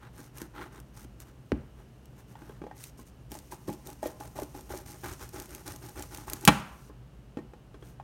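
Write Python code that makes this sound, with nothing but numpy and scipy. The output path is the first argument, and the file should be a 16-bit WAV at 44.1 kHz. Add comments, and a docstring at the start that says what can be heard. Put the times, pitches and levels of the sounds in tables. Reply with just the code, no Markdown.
"""Sawing a stem on a cutting board

A kitchen, one small microphone close to a plastic board. A serrated knife saws through a plant stem
in runs of tiny slips: fibres hiss and snap, the blade rasps and the board drones underneath.
The stem rocks and knocks, then gives way, and the blade chops down; a hand gathers the pieces.
Behind it all, low room noise and the hum of an appliance."""
import sys
import numpy as np
from scipy import signal
from scipy.fft import rfft, irfft
from scipy.io import wavfile

SR = 44100
rng = np.random.default_rng(int(sys.argv[2]) if len(sys.argv) > 2 else 0)


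def dump_mix(stems):
    """Bounce the given channels to the path in sys.argv[1] as a 16-bit WAV at rate SR."""
    frames = np.atleast_2d(stems).T  # one column per channel
    limited = np.clip(frames, -1, 1)  # hard clip at full scale
    pcm = np.round(limited * 32767).astype(np.int16)
    wavfile.write(sys.argv[1], SR, pcm)


N = 354255

# Close to the microphone, the blade saws to and fro about six strokes a second: t/s, length/s, force/dB
STROKES = [(3.304, .11, -52.5), (3.506, 0.068, -53), (3.668, 0.099, -54), (3.844, .11, -56),
           (4.02, 0.12, -51.5), (4.197, 0.1, -55), (4.35, .12, -51), (4.539, 0.088, -56),
           (4.686, 0.16, -50.5), (4.853, .13, -52), (5.026, .14, -50), (5.19, .11, -52), (5.323, 0.16, -51),
           (5.481, 0.17, -55), (5.652, .13, -50), (5.812, 0.12, -54.5), (5.951, .13, -50.5),
           (6.104, 0.16, -54), (6.262, .15, -51.5), (6.405, 0.16, -54)]
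# From springy skin into woody core: t/s, drone/dB re force, rasp/dB re force, fizz of the wedged blade/dB
CUT_DEPTH = [(3.3, 3, -10, -65), (4.05, 10, -1.5, -66.5), (4.72, 10.5, -2, -62), (4.88, -1.5, -7.5, -67),
             (5.08, 7, 5, -54), (5.25, 2.5, -2.5, -63), (6.4, 6.5, 0, -59)]
# Light draws of the blade and brushes of the hand: t/s, length/s, rasp/dB, fibre hiss/dB
SCRAPES = [(0, 0.095, -55.5, -70), (0.124, 0.18, -61, -58.5), (0.33, 0.15, -55.5, -55.5),
           (0.534, .11, -46.5, -61), (0.601, 0.094, -53, -63), (0.703, 0.12, -57, -63.5),
           (0.933, 0.13, -62, -56), (1.193, 0.048, -59, -56.5), (1.237, 0.086, -64, -67),
           (1.762, 0.081, -64, -72), (2.154, 0.082, -65, -64), (2.273, 0.076, -66, -63.5),
           (2.324, 0.29, -61.5, -67), (2.745, .17, -66, -53), (2.968, 0.069, -68.5, -58),
           (3.05, 0.056, -75, -62.5), (6.48, .16, -54, -55.5), (7.802, .15, -68, -64)]


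def sawing(freed_s=6.48, hiss_end_s=6.895, lingering_hiss_db=-65, leaves_db=-76.5):
    """Every stroke swells and fades with blade speed and drives the board, the rasp and the hiss."""
    t = np.arange(N) / SR
    depth_s, *depth = np.transpose(CUT_DEPTH)
    drone_db, rasp_db, wedged_db = (np.interp(t, depth_s, column) for column in depth)
    force = sum(amp(db) * blade_speed(t, start, length, fastest=0.17) for start, length, db in STROKES)
    drives = np.array([amp(drone_db) * force, amp(rasp_db) * force, force])
    for start, length, scrape_db, hiss_db in SCRAPES:
        speed = blade_speed(t, start, length, fastest=0.5)
        drives += np.outer(amp([scrape_db + 1.5, scrape_db, hiss_db]), speed)
    catch_db = 2.7 * noise_band(8.3, 89, order=1)  # the teeth catch and let go
    drone_drive, rasp_drive, hiss_drive = drives * unit_rms(amp(catch_db))
    drone, rasp = board_drone(), blade_rasp()
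    # the handled plant and the wedged blade fizz; a faint hiss lingers after the chop, then cuts off
    stages = [t < depth_s[0], t < freed_s, t < hiss_end_s]
    fizz = amp(np.select(stages, [leaves_db, wedged_db, lingering_hiss_db], leaves_db - 3.5))
    press_db = np.interp(t, [4, 5], [-18, -2])  # the hand bears down harder as the cut deepens
    rumble = amp(press_db) * (t < freed_s) * noise_band(48, 97)
    return drone_drive * (drone + rumble) + rasp_drive * rasp + np.hypot(hiss_drive, fizz) * fibre_hiss()


def blade_speed(t, start, length, fastest):
    """One movement from rest to rest; `fastest` is the share of its length at which it peaks."""
    return np.sin(np.pi / 2 * np.interp((t - start) / length, [0, fastest, 1], [0, 1, 0]))


def slips(per_s, spread_db, smooth):
    """Random tiny slips of uneven size over a share of smooth rubbing."""
    sizes = amp(spread_db * np.minimum(rng.exponential(1, N), 4)) * rng.choice([-1, 1], N)
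    ticks = unit_rms(sizes * (rng.random(N) < per_s / SR))
    return unit_rms(ticks + smooth * rng.standard_normal(N))


def board_drone():
    """Slips keep the board ringing under the cut, mixed with dull rubbing."""
    ring = board_ring(np.arange(SR // 4) / SR, damping=1.0, scatter_db=4.5)
    ringing = unit_rms(signal.oaconvolve(slips(per_s=590, spread_db=5, smooth=0.27), ring)[:N])
    rub = slips(per_s=700, spread_db=2.5, smooth=0.45)
    spectrum = [(150, -32.5), (240, -6.5), (320, 5), (620, -2.5), (900, -4), (1200, -17.5),
                (2000, -23.5), (5000, -48.5)]
    return unit_rms(colour(ringing + amp(1.5) * rub, spectrum))


# The teeth in the stem, heard close: f/Hz, level/dB
RASP_SPECTRUM = [(400, -42.5), (800, -3), (1050, 2.5), (1500, 3.5), (2000, -4), (2700, -11), (4000, -12.5),
                 (8000, -41)]


def blade_rasp():
    """Dense slips of the teeth merge into a midrange rasp."""
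    return unit_rms(colour(slips(per_s=1500, spread_db=-1.5, smooth=0.24), RASP_SPECTRUM))


# Fibres tearing in the cut: f/Hz, level/dB
HISS_SPECTRUM = [(700, -30), (2000, -1.5), (3200, -5.5), (4800, -4), (5800, 1.5), (7200, -1), (7600, -6),
                 (8300, 0.5), (9700, -1), (10600, -7.5), (11600, -1), (15500, -7), (17000, -10.5)]


def fibre_hiss(bands=7):
    """Tearing fibres crackle: each thickness ticks in its own band, a few break with a broad click."""
    edges_hz = np.linspace(1500, 17000, bands + 1)
    narrow = sum(band(slips(per_s=590, spread_db=-0.5, smooth=0.46), lo, hi, order=2)
                 for lo, hi in zip(edges_hz, edges_hz[1:]))
    broad = slips(per_s=360, spread_db=0.5, smooth=0.2)
    return unit_rms(colour(unit_rms(narrow) + amp(-4.5) * broad, HISS_SPECTRUM))


# Thick fibres snapping and steel ticking, close by: t/s, peak level/dB
THICK_SNAPS = [(.373, -34), (.383, -36), (.417, -29.5), (.801, -41), (1.2022, -35.5), (1.211, -45),
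               (1.519, -54), (2.0565, -47), (2.8392, -30.5), (3.318, -32), (3.5226, -35.5), (3.8717, -30),
               (4.0304, -33.5), (4.4328, -35), (5.1357, -34), (5.3996, -29), (5.549, -28.5), (5.666, -36),
               (5.678, -28), (6.024, -28), (6.147, -28.5), (6.1735, -31), (6.299, -24.5), (6.3336, -19.5),
               (6.4516, -11.5), (6.4766, -4.5), (6.4826, -8)]
# One snap: f/Hz, level/dB
SNAP_SPECTRUM = [(300, -27), (1500, -13), (2500, -3), (3400, -4.5), (4600, -4.5), (6000, 0), (8000, 0),
                 (10000, -2), (13000, -1), (17000, -11.5)]


def snaps(thin_per_stroke=2, thin_re_force_db=15):
    """A fibre parts with a sharp tick and brief splintering; thin ones go at random in every stroke."""
    t, out = np.arange(SR // 20) / SR, np.zeros(N)
    splinters = (np.exp(-t / 0.001) + 0.25 * np.exp(-t / 0.0045)) * (1 - np.exp(-t / 0.0002))
    thin_snaps = [(start + length * rng.beta(2, 2), rng.normal(force_db + thin_re_force_db, 1.5))
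                  for start, length, force_db in STROKES for _ in range(thin_per_stroke)]
    for start, peak_db in THICK_SNAPS + thin_snaps:
        tick = colour(rng.standard_normal(len(t)) * splinters, SNAP_SPECTRUM)
        add(out, start, amp(peak_db) * tick / abs(tick).max())
    return out


# The blade breaks through in quick cracks, close by: t/s, level/dB
CHOP_CRACKS = [(6.476, -14), (6.4836, -18.5), (6.489, -24.5)]
# One crack: f/Hz, level/dB
CRACK_SPECTRUM = [(40, -14.5), (120, -2), (200, 5), (300, 2), (450, 5), (520, 4.5), (650, -2), (830, 1.5),
                  (1100, 2), (1500, 3), (2000, -5.5), (2600, -0.5), (3200, -6), (4000, -9), (7000, -15.5),
                  (16000, -34)]


def chop():
    """The blade breaks through the last of the stem and cracks down on the board."""
    t, out = np.arange(SR // 3) / SR, np.zeros(N)
    for start, db in CHOP_CRACKS:
        burst = rng.standard_normal(len(t)) * np.exp(-t / 0.0049)
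        add_hit(out, start, db, colour(burst, CRACK_SPECTRUM))
    return out


def board_slap():
    """The chop drives the board against the counter, where it rings."""
    t, out = np.arange(SR // 3) / SR, np.zeros(N)
    ring = board_ring(t, damping=1.15, scatter_db=0.5) * (1 - np.exp(-t / 0.004))
    add_hit(out, start=6.479, db=-14, sound=ring)
    return out


# The stem rocks and knocks on the board, close by: t/s, body level/dB, note f/Hz
STEM_KNOCKS = [(.19, -50, 261), (.417, -41.5, 320), (2.354, -51.5, 900), (2.419, -48, 313),
               (2.496, -47, 430), (2.617, -40.5, 340), (2.638, -43, 400), (2.666, -44, 490),
               (2.712, -46, 784), (2.992, -50, 270), (3.318, -44.5, 303), (3.521, -44.5, 960),
               (3.682, -34.5, 320), (3.692, -32, 308), (4.029, -34, 617), (4.057, -33, 614),
               (4.388, -37, 613), (4.42, -38.5, 400), (4.702, -46, 450), (4.737, -43, 560),
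               (5.038, -48, 820), (6.28, -43.5, 874), (6.334, -45.5, 300), (6.897, -51, 427),
               (7.371, -35, 288), (7.387, -41.5, 359), (7.535, -50.5, 332), (7.743, -52, 407),
               (7.825, -51, 399), (7.999, -44, 816)]
# A hard contact on the board: f/Hz, level/dB
CLACK_SPECTRUM = [(400, -30), (1100, 3.5), (1600, 2.5), (2500, -8), (4000, -11.5), (7000, -15.5),
                  (16000, -31)]


def stem_knocks():
    """The pressed stem gives a short woody note; weight adds a thump, hardness a clack."""
    t, out = np.arange(SR // 3) / SR, np.zeros(N)
    for start, body_db, hz in STEM_KNOCKS:
        ring, blow = contact(t)
        note = np.sin(2 * np.pi * hz * t) * np.exp(-t / 0.006) * (1 - np.exp(-t / 0.0004))
        body = unit_rms(note) + amp(-1.5) * unit_rms(band(blow, hz / 1.69, hz * 1.6, order=2))
        thump = band(ring, 41, 210)
        squash_db = 0.56 * (body_db + 42.5)  # harder knocks squash the stem, so the clack grows less
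        add_hit(out, start, body_db, body)
        add_hit(out, start, body_db - 15.5, thump)
        add_hit(out, start, body_db - 11.5 - squash_db, colour(blow, CLACK_SPECTRUM))
    return out


# The board is pressed down onto the counter: t/s, thump level/dB, clack level/dB
BOARD_THUDS = [(1.047, -51, -66), (1.519, -24, -37), (7.373, -44, -63)]
# The clack between board and counter: f/Hz, level/dB
COUNTER_SPECTRUM = [(400, -10), (1100, -4), (1550, 3), (1900, -6), (2500, -3), (3300, -11.5), (4500, -13),
                    (7000, -22), (16000, -37)]


def board_thuds():
    """The board flexes and meets the counter: a clack, a quickly falling note and a low ring."""
    t, out = np.arange(SR // 3) / SR, np.zeros(N)
    bend_hz = 215 + 380 * np.exp(-t / 0.00302)  # bending waves: the short ones arrive first
    envelope = np.exp(-t / 0.0075) * (1 - np.exp(-t / 0.0015))
    bend = unit_rms(np.sin(2 * np.pi * np.cumsum(bend_hz) / SR) * envelope)
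    for start, thump_db, clack_db in BOARD_THUDS:
        ring, blow = contact(t)
        low_ring = amp(-5) * unit_rms(band(ring, 45, 106)) + amp(-6) * unit_rms(band(ring, 113, 645))
        add_hit(out, start, thump_db, bend + low_ring)
        add_hit(out, start, clack_db, colour(blow * np.exp(-t / 0.0034), COUNTER_SPECTRUM))
    return out


def contact(t):
    """One tap somewhere on the board: (its ring, the ring with the crunch of the rough contact)."""
    ring = board_ring(t, damping=0.96, scatter_db=6)
    crunch = rng.standard_normal(len(t)) * np.exp(-t / 0.0086)
    return ring, ring + amp(10.5) * crunch


# Modes of the plastic board lying on the counter: f/Hz, level/dB, t60/s at damping 1
BOARD_MODES = [(62.4, -11, 0.18), (140, 1.5, 0.1), (223, -4, .11), (299, -1.5, 0.12), (363, -6.5, 0.055),
               (487, -3.5, 0.063), (567, -12, 0.083), (646, -3, 0.061), (836, 4.5, 0.071), (903.4, -5, .08),
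               (1056, -3, 0.07), (1178, -4.5, 0.036), (1332, -9, 0.03), (1592, -5.5, .045),
               (1850, -6.5, 0.09), (2313, -4, 0.071), (2498, -6.5, 0.058), (2590, -11, .05),
               (3300, 1.5, 0.033), (3300, -9.5, 0.037), (4100, -13.5, 0.095)]


def board_ring(t, damping, scatter_db):
    """The board's answer to one tap; each spot favours other modes."""
    hz, db, t60 = np.transpose(BOARD_MODES)[:, :, None]
    spot_db = scatter_db * rng.standard_normal(hz.shape)
    sign = rng.choice([-1, 1], hz.shape)
    envelopes = amp(db + spot_db - 60 * damping * t / t60)
    return (sign * envelopes * np.sin(2 * np.pi * hz * t)).sum(0)


def kitchen_reverb(x, tails=5, turn_s=0.005):
    """Bass rings in one room tail; treble is spread over several in quick rotation and fades smoothly."""
    turns = np.arange(N) / (turn_s * SR)
    bass, treble = band(x, 30, 560), band(x, 600, 20000)
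    wet = signal.fftconvolve(bass, room_tail())
    for k in range(tails):
        share = np.maximum(np.cos(2 * np.pi * (turns - k / tails)), 0)
        wet += signal.fftconvolve(treble * share, room_tail())
    spectrum = [(30, -15.5), (100, -7), (400, -12), (1200, -15.5), (3000, -17), (7000, -18),
                (14000, -20.5)]
    return colour(wet[:N], spectrum)


# Decay of the kitchen around the microphone: f/Hz, t60/s
KITCHEN_DECAY = [(80, 0.57), (300, 0.26), (1000, 0.64), (2500, 0.53), (6000, .42), (14000, 0.32)]


def room_tail():
    """Sparse reflections of random sign, each band dying at its own speed."""
    taps = np.zeros(SR)
    slots = np.arange(SR // 200, SR - 20, 20)
    taps[slots + rng.integers(0, 20, len(slots))] = rng.choice([-1., 1.], len(slots))
    hz, t, bands = signal.stft(taps, SR, nperseg=256)
    decay = amp(-60 * t / curve_at(KITCHEN_DECAY, hz)[:, None])
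    tail = signal.istft(bands * decay, SR, nperseg=256)[1]
    return tail / np.linalg.norm(tail)


# The kitchen's own noise at the microphone: f/Hz, relative level/dB
ROOM_TONE_SPECTRUM = [(15, -45), (25, -25), (43, -4), (66, 0), (87, -20), (123, 1.5), (149, -8),
                      (229, -12.5), (256, -14), (1130, -30), (1230, -30), (2110, -36.5), (3080, -38.5),
                      (3340, -40), (16000, -54.5)]
# An appliance in the background: f/Hz, level/dB
APPLIANCE_HUM = [(55, -58), (119, -68)]


def room_tone(noise_db=-51.5, whine_db=-79):
    """Low room noise with a wavering appliance hum and a soft whine."""
    t = np.arange(N) / SR
    gains = amp(curve_at(ROOM_TONE_SPECTRUM, np.fft.rfftfreq(N, 1 / SR)))
    out = amp(noise_db) * unit_rms(irfft(rfft(rng.standard_normal(N)) * gains, N))
    for hz, db in APPLIANCE_HUM:
        waver = np.interp(t, np.linspace(0, t[-1], 64), rng.standard_normal(64))
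        out += amp(db) * unit_rms(np.sin(2 * np.pi * hz * t + 0.27 * waver))
    return out + amp(whine_db) * noise_band(2680, 3050)


def amp(db):
    return 10 ** (np.asarray(db) / 20)


def unit_rms(x):
    return x / np.sqrt(np.mean(x ** 2) + 1e-20)


def curve_at(points, hz):
    """Joins (f/Hz, value) points by lines on a log-frequency axis."""
    f, value = np.transpose(points)
    return np.interp(np.log(hz + 1), np.log(f + 1), value)


def add(mix, start, sound):
    """Mixes a sound in at `start` seconds."""
    part = mix[max(round(start * SR), 0):][:len(sound)]
    part += sound[:len(part)]


def add_hit(mix, start, db, sound):
    """Mixes an impact in with its first 20 ms at the given level."""
    add(mix, start, amp(db) * sound / np.std(sound[:SR // 50]))


def band(x, lo_hz, hi_hz, order=3):
    """Causal band-pass."""
    return signal.sosfilt(signal.butter(order, [lo_hz, hi_hz], "band", fs=SR, output="sos"), x)


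def noise_band(lo_hz, hi_hz, order=2):
    """Band-passed noise at rms 1."""
    return unit_rms(band(rng.standard_normal(N), lo_hz, hi_hz, order))


def colour(x, spectrum, size=4096):
    """Causal filter through (f/Hz, level/dB) points, so that clicks keep their attack."""
    log_gain = np.log(amp(curve_at(spectrum, abs(np.fft.fftfreq(size, 1 / SR)))))
    taps = np.fft.ifft(np.exp(np.conj(signal.hilbert(log_gain)))).real
    return signal.oaconvolve(x, taps[:size // 2])[:len(x)]


def scene():
    """Knife, stem and board close up, the kitchen behind them, in mono."""
    near = sawing() + stem_knocks() + board_thuds() + chop() + snaps()
    slap = board_slap()
    room = kitchen_reverb(near + amp(-9.5) * slap)  # lying flat, the board sends little into the room
    return (near + slap + room + room_tone())[None]


def record(dry, ceiling=0.95, top_hz=16200):
    """The small microphone loses deep bass and rounds off the loudest peaks; then the band limit."""
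    rounded = ceiling * np.tanh(band(dry, 40, 21000, order=2) / ceiling)
    low_pass = signal.firwin(401, top_hz, window=("kaiser", 9), fs=SR)
    return signal.oaconvolve(rounded, low_pass[None], "same")


dry = scene()
out = record(dry)
dump_mix(out)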